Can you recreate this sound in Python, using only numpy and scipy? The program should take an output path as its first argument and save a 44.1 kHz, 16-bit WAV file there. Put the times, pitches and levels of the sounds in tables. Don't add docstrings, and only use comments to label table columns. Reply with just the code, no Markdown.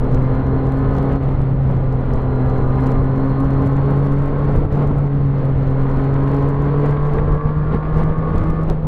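import sys
import numpy as np
from scipy import signal
from scipy.fft import rfft, irfft, next_fast_len
from scipy.io import wavfile
from scipy.ndimage import uniform_filter1d

SR = 44100
rng = np.random.default_rng(int(sys.argv[2]) if len(sys.argv) > 2 else 0)


def to_wav(sig):
    pcm = np.clip(np.atleast_2d(sig), -1, 1) * 32767
    pcm = np.round(pcm).astype(np.int16)
    wavfile.write(sys.argv[1], SR, pcm.T)


N = 391166
T = np.arange(N) / SR
CRUISE_HZ = 138.9


# t/s, level/dB
DRONE_LEVEL = [(0, -20.5), (.7, -18.5), (1.1, -20), (1.75, -16), (2.2, -23), (2.7, -19), (4.2, -17.5),
               (4.7, -19), (5.25, -16), (5.7, -17.5), (6.85, -16.5), (7.3, -18), (7.8, -18), (8.3, -20),
               (8.87, -22)]

def exhaust_drone(firings, load_db, lull_db):
    level_db, = in_time(DRONE_LEVEL)
    coasting = np.clip(1 - from_db(load_db), 0, 1)
    depth = 0.036 + 0.4 * coasting
    phase = 2 * np.pi * firings
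    burble = drift(49) * np.sin(phase) + drift(42) * np.cos(phase)
    tone = (np.sqrt(2) * np.sin(phase) + depth * burble) / np.sqrt(1 + depth ** 2)
    return from_db(level_db - lull_db + 1.1 * drift(3.3)) * tone


# f/Hz, level/dB
PIPE_RESPONSE = [(255, -28), (268, -23), (280, -24.5), (292, -30), (308, -37.5), (319, -29), (384, -38),
                 (405, -31), (430, -26.5), (452, -32), (480, -34.5)]

def pipe_harmonics(firings, firing_hz, load_db):
    out = np.zeros(N)
    for multiple, load_share in ((2, 0.62), (3, 1)):
        level_db = at_hz(PIPE_RESPONSE, multiple * firing_hz) + load_share * load_db
        out += harmonic(multiple, firings, level_db, flutter_db=2.13, waver_rad=0.08)
    return out


# t/s, f/Hz
FIRING_RATE = [(0, 128.4), (1.1, 136.4), (1.5, 133.8), (2, 129.3), (2.4, 127.9), (3, 132.5), (4.78, 144.1),
               (5.5, 135.3), (5.75, 134.1), (6, 135.9), (6.5, 140.2), (7.5, 150.8), (8.5, 160.1),
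               (8.87, 156.4)]

def crank():
    firing_hz, = in_time(FIRING_RATE)
    return np.cumsum(firing_hz * (1 + 0.00074 * drift(12))) / SR, firing_hz


# opening t/s, rise time/s, closing t/s, load level/dB, coasting level/dB,
# then the gain/dB of the low whine, the upper whine and the whistle
PULLS = [(-.3, 0.62, 1.14, 1, -12, -9.5, -1.5, -0.5), (1.62, 0.8, 4.55, 2, -8.5, -14, -0.5, 0.5),
         (5.62, 0.3, 8.6, 0, -21, -2, 1, -1)]

def throttle(close_s=0.11, ease_db_per_s=1.74):
    load_db, gear_db = PULLS[0][4], np.array(PULLS[0][5:])[:, None]
    for opens, rise_s, closes, pull_db, coast_db, *tones_db in PULLS:
        opening = np.clip((T - opens) / rise_s, 0, 1)
        closing = np.clip((T - closes) / close_s, 0, 1)
        load_db = load_db + opening * (pull_db - ease_db_per_s * (T - opens) - load_db)
        load_db = load_db + closing * (coast_db - load_db)
        gear_db = gear_db + opening * (np.array(tones_db)[:, None] - gear_db)
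    return load_db, gear_db


# multiple of the firing rate, relative level/dB
OVERTONES = [(2.33, -43), (3.33, -38.5), (3.67, -46), (4, -40), (4.33, -47), (5, -49), (5.33, -50),
             (5.67, -53), (6, -45), (6.33, -51), (7, -53), (7.33, -55), (8, -48), (8.33, -53), (8.67, -54),
             (9, -49), (9.33, -50), (9.67, -58), (10, -56), (10.33, -61), (10.67, -57), (11, -54),
             (11.33, -58), (12, -58), (12.33, -64), (13, -62), (15, -68), (16, -66)]
# f/Hz, gain/dB
BODY_RESPONSE = [(300, 1), (900, 0), (1050, 3), (1220, 2), (1450, 2), (1600, 3.5), (1750, 5), (1950, -2),
                 (2120, 7), (2300, -7.5), (3600, -7), (3930, -2.5), (4120, 3), (4400, -4), (4750, -5.5),
                 (5100, -15.5)]

def engine_overtones(firings, firing_hz):
    tilt_db_per_octave = 0.0935 * (firing_hz - CRUISE_HZ)
    out = np.zeros(N)
    for multiple, db in OVERTONES:
        gain_db = at_hz(BODY_RESPONSE, multiple * firing_hz) + tilt_db_per_octave * np.log2(multiple / 9)
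        out += harmonic(multiple, firings, db + gain_db, flutter_db=3.5, waver_rad=0.16)
    return out


# f/Hz, relative level/dB of each harmonic
RASP_SPECTRUM = [(500, -56), (900, -59), (1250, -62), (1700, -64), (2100, -68), (2500, -79), (3000, -82),
                 (3600, -83), (3900, -90)]

def valve_rasp(firings, firing_hz, rough_db=6.0):
    size = 4096
    hz = np.arange(size // 2 + 1) * firing_hz.mean() / 3
    in_band = (hz > RASP_SPECTRUM[0][0]) & (hz < RASP_SPECTRUM[-1][0])
    amplitudes = from_db(at_hz(RASP_SPECTRUM, hz)) * in_band
    cycle = irfft(amplitudes * np.exp(2j * np.pi * rng.random(len(hz)))) * size / np.sqrt(2)
    position = firings / 3 % 1 * size
    return np.interp(position, np.arange(size), cycle) * from_db(rough_db * drift(65))


# multiple of the firing rate, line width/Hz
GEAR_TONES = [(7, .9), (7.58, 2.5), (30.7, 14), (32.0, 24)]

def gear_whine(firings, firing_hz, load_db, gear_db, flutter_db=3.0):
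    low_db, upper_db, high_db = gear_db + load_db
    revs_db = 0.214 * (firing_hz - CRUISE_HZ)
    levels = (low_db + revs_db - 38.5, upper_db + revs_db - 41.5, high_db - 68.5, high_db - 68.5)
    out = np.zeros(N)
    for (multiple, width_hz), db in zip(GEAR_TONES, levels):
        phase_walk = np.cumsum(rng.standard_normal(N)) * np.sqrt(2 * np.pi * width_hz / SR)
        play = uniform_filter1d(phase_walk, size=200) + 0.12 * drift(45)
        level_db = db + at_hz(BODY_RESPONSE, multiple * firing_hz) + flutter_db * drift(25)
        out += np.sqrt(2) * from_db(level_db) * np.sin(2 * np.pi * multiple * firings + play)
    return out


# f/Hz, relative level/dB
BUFFET_SPECTRUM = [(8, -14.5), (18, 8), (30, -1.5), (55, -2), (100, -4.5), (170, -17), (240, -22),
                   (350, -28.5), (700, -41), (2000, -86.5)]

def wind_buffet(level_db):
    eddies = noise(BUFFET_SPECTRUM)
    eddies /= np.sqrt(uniform_filter1d(eddies ** 2, size=2400) + 1e-6)
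    return from_db(level_db + 0.28) * eddies


# f/Hz, relative level/dB
RUSH_SPECTRUM = [(60, -20), (150, 7), (210, 7), (330, -0.5), (470, 3.5), (600, -3), (850, -6.5),
                 (1100, -10.5), (1400, -16), (1900, -40.5), (3000, -44.5), (6000, -81.5)]

def air_rush(level_db):
    return from_db(level_db + 3.5 + 1.3 * drift(45)) * noise(RUSH_SPECTRUM)


# t/s, then the relative level/dB of buffet, rush and tyre hiss
AIR_LEVELS = [(0, -19, -28, -48.5), (.55, -22.5, -29.5, -49.5), (1, -22, -27, -47.5),
              (1.3, -20, -28.5, -48.5), (1.55, -19.5, -31, -51), (2.2, -21, -29.5, -50.5),
              (2.85, -18.5, -29, -49.5), (4.1, -23.5, -29, -48.5), (4.9, -18, -27, -48.5),
              (5.12, -25, -32.5, -50.5), (5.5, -21.5, -31, -50), (6, -21, -29.5, -48.5),
              (6.9, -23, -29, -48), (7.25, -17.5, -29, -49.5), (7.55, -22.5, -33.5, -51.5),
              (8.1, -20, -29, -49.5), (8.55, -23, -29.5, -50), (8.87, -24.5, -32.5, -55)]
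# centre t/s, duration/s, buffet gain/dB, rush gain/dB
GUSTS = [(0.127, .08, 1, 1.5), (1.152, .12, 6, 0.5), (2.1, 0.12, 1, 1.5), (2.893, .16, -3, 4),
         (4.643, 0.23, 5, -0.5), (4.823, 0.097, -8.5, 3), (5.564, .07, 8.5, 1), (5.81, .1, 8, 3.5),
         (6.86, .09, -1, 4), (7.154, .12, 2.5, 3), (7.334, .08, 5, 2.5), (7.741, 0.088, 0.5, 8),
         (8.005, 0.14, 4.5, 5.5), (8.09, .06, 3, 2), (8.4, 0.22, 6.5, 2.5), (8.507, .07, 6.5, 1.5),
         (8.709, 0.098, 12, 6)]
# centre t/s, duration/s, depth/dB
LULLS = [(1.191, .08, 7.5), (1.97, .1, 1.5), (4.685, 0.087, 8), (5.096, .08, 4), (7.414, .1, 7),
         (7.54, .07, 3), (7.82, 0.091, 5), (8.155, 0.067, 4.5), (8.8, .07, 2)]

def air_stream():
    buffet_db, rush_db, tyre_db = in_time(AIR_LEVELS)
    lull_db = sum(db * swell(s, length) for s, length, db in LULLS)
    thump_db = sum(db * swell(s, length) for s, length, db, _ in GUSTS) - lull_db
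    gust_db = sum(db * swell(s, length) for s, length, _, db in GUSTS) - lull_db + 0.8 * drift(4.6)
    return buffet_db + thump_db + 2.5 * drift(14), rush_db + gust_db, tyre_db + 0.95 * gust_db, lull_db


# t/s, relative level/dB
TICKS = [(0.147, -35), (0.3527, -37.5), (0.468, -41), (0.722, -36), (0.9844, -37), (1.029, -35),
         (1.131, -38), (1.1597, -37), (1.4182, -40), (1.927, -40), (2.1366, -38), (2.5, -40), (2.582, -38),
         (2.9188, -34), (3.161, -42), (3.404, -35), (3.5074, -39), (3.908, -37), (4.1184, -42), (4.26, -35),
         (4.562, -37), (4.8754, -41), (4.985, -38), (5.454, -40), (5.902, -42), (6.1415, -40),
         (6.4263, -37), (6.6236, -38.5), (6.8593, -36), (7.1397, -47), (7.327, -41), (8.038, -38),
         (8.4394, -42), (8.7001, -27)]
# f/Hz, gain/dB
TICK_RESPONSE = [(300, -1.5), (1500, 4), (3000, 5.5), (4800, 4), (7000, 1), (12000, -5), (16000, -10.5)]

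def wind_crackle(pressure, rush_db, base_per_s=100, decay_s=0.00035):
    per_s = base_per_s * from_db(2.6 * np.minimum(rush_db - rush_db.mean(), 3))
    strain = np.minimum(np.abs(rms_one(pressure)), 2.3) ** 4 * from_db(4 * drift(7))
    onsets = rng.random(N) < per_s / SR * strain / strain.mean()
    impulses = onsets * from_db(-55.5 + 5 * np.minimum(rng.exponential(1, N), 2))
    for s, db in TICKS:
        impulses[int(s * SR)] += from_db(db)
    envelope = signal.lfilter([1], [1, -np.exp(-1 / (decay_s * SR))], impulses + 1e-18)
    shared, left, right = rng.choice([-1, 1], (3, N))
    ears = (0.55 * shared + 0.88 * left, 0.55 * shared + 0.92 * right)
    return np.array([colour(envelope * ear, TICK_RESPONSE) for ear in ears])


# f/Hz, relative level/dB
TYRE_SPECTRUM = [(500, -20), (1200, 5.5), (2050, 2.5), (2450, -5.5), (3200, -10), (3800, -14), (4250, -14),
                 (4900, -24), (6000, -31.5), (15000, -52)]

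def tyre_hiss(level_db, firings, throb=0.15):
    pulsing = 1 + throb * np.sin(2 * np.pi * firings)
    return from_db(level_db + 3.5 + 0.15 * drift(43)) * noise(TYRE_SPECTRUM) * pulsing


# f/Hz, relative level/dB
HISS_SPECTRUM = [(20, 24), (130, 24), (260, 5.5), (520, -7), (1000, -11.5), (2000, 6.5), (3000, -4.5),
                 (4200, -6), (5500, -15), (8000, -16), (11000, -30), (15000, -34.5)]

def stereo_hiss(tyre_db):
    level_db = -53.5 + 0.7 * (tyre_db - tyre_db.mean())
    return from_db(level_db) * np.array([noise(HISS_SPECTRUM), noise(HISS_SPECTRUM)])


def harmonic(multiple, firings, level_db, flutter_db, waver_rad):
    exact_multiple = round(3 * multiple) / 3
    phase = 2 * np.pi * (exact_multiple * firings + rng.random()) + waver_rad * drift(12)
    return np.sqrt(2) * from_db(level_db + flutter_db * drift(9.1)) * np.sin(phase)


def from_db(db):
    return np.exp(np.asarray(db) * (np.log(10) / 20))


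def rms_one(x):
    return x / np.sqrt(np.mean(x ** 2) + 1e-20)


def in_time(rows):
    s, *columns = np.transpose(rows)
    return [np.interp(T, s, column) for column in columns]


def at_hz(points, hz):
    f, db = np.transpose(points)
    return np.interp(np.log(np.maximum(hz, 1)), np.log(f), db)


def colour(x, spectrum):
    size = next_fast_len(N)
    hz = np.arange(size // 2 + 1) * SR / size
    return irfft(rfft(x, size) * from_db(at_hz(spectrum, hz)), size)[:N]


def noise(spectrum):
    return rms_one(colour(rng.standard_normal(N), spectrum))


def drift(corner_hz):
    step = 40
    pole = np.exp(-2 * np.pi * corner_hz * step / SR)
    slow = signal.lfilter([1], [1, -2 * pole, pole * pole], rng.standard_normal(N // step + 2002))[2000:]
    return np.interp(np.arange(N) / step, np.arange(len(slow)), rms_one(slow))


def swell(centre_s, length_s):
    return np.cos(np.pi * np.clip((T - centre_s) / length_s, -0.5, 0.5)) ** 2


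def scene():
    load_db, gear_db = throttle()
    buffet_db, rush_db, tyre_db, lull_db = air_stream()
    firings, firing_hz = crank()
    exhaust = exhaust_drone(firings, load_db, lull_db) + pipe_harmonics(firings, firing_hz, load_db)
    growl = from_db(load_db) * (engine_overtones(firings, firing_hz) + valve_rasp(firings, firing_hz))
    engine = exhaust + growl + gear_whine(firings, firing_hz, load_db, gear_db)
    air = wind_buffet(buffet_db) + air_rush(rush_db) + tyre_hiss(tyre_db, firings)
    return engine + air + stereo_hiss(tyre_db) + wind_crackle(engine + air, rush_db)


def record(dry):
    ceiling, stopband_hz = 0.72, 16500
    rounded = dry / (1 + (dry / ceiling) ** 6) ** (1 / 6)
    return signal.sosfilt(signal.cheby2(14, 70, stopband_hz, fs=SR, output="sos"), rounded)


dry = scene()
out = record(dry)
to_wav(out)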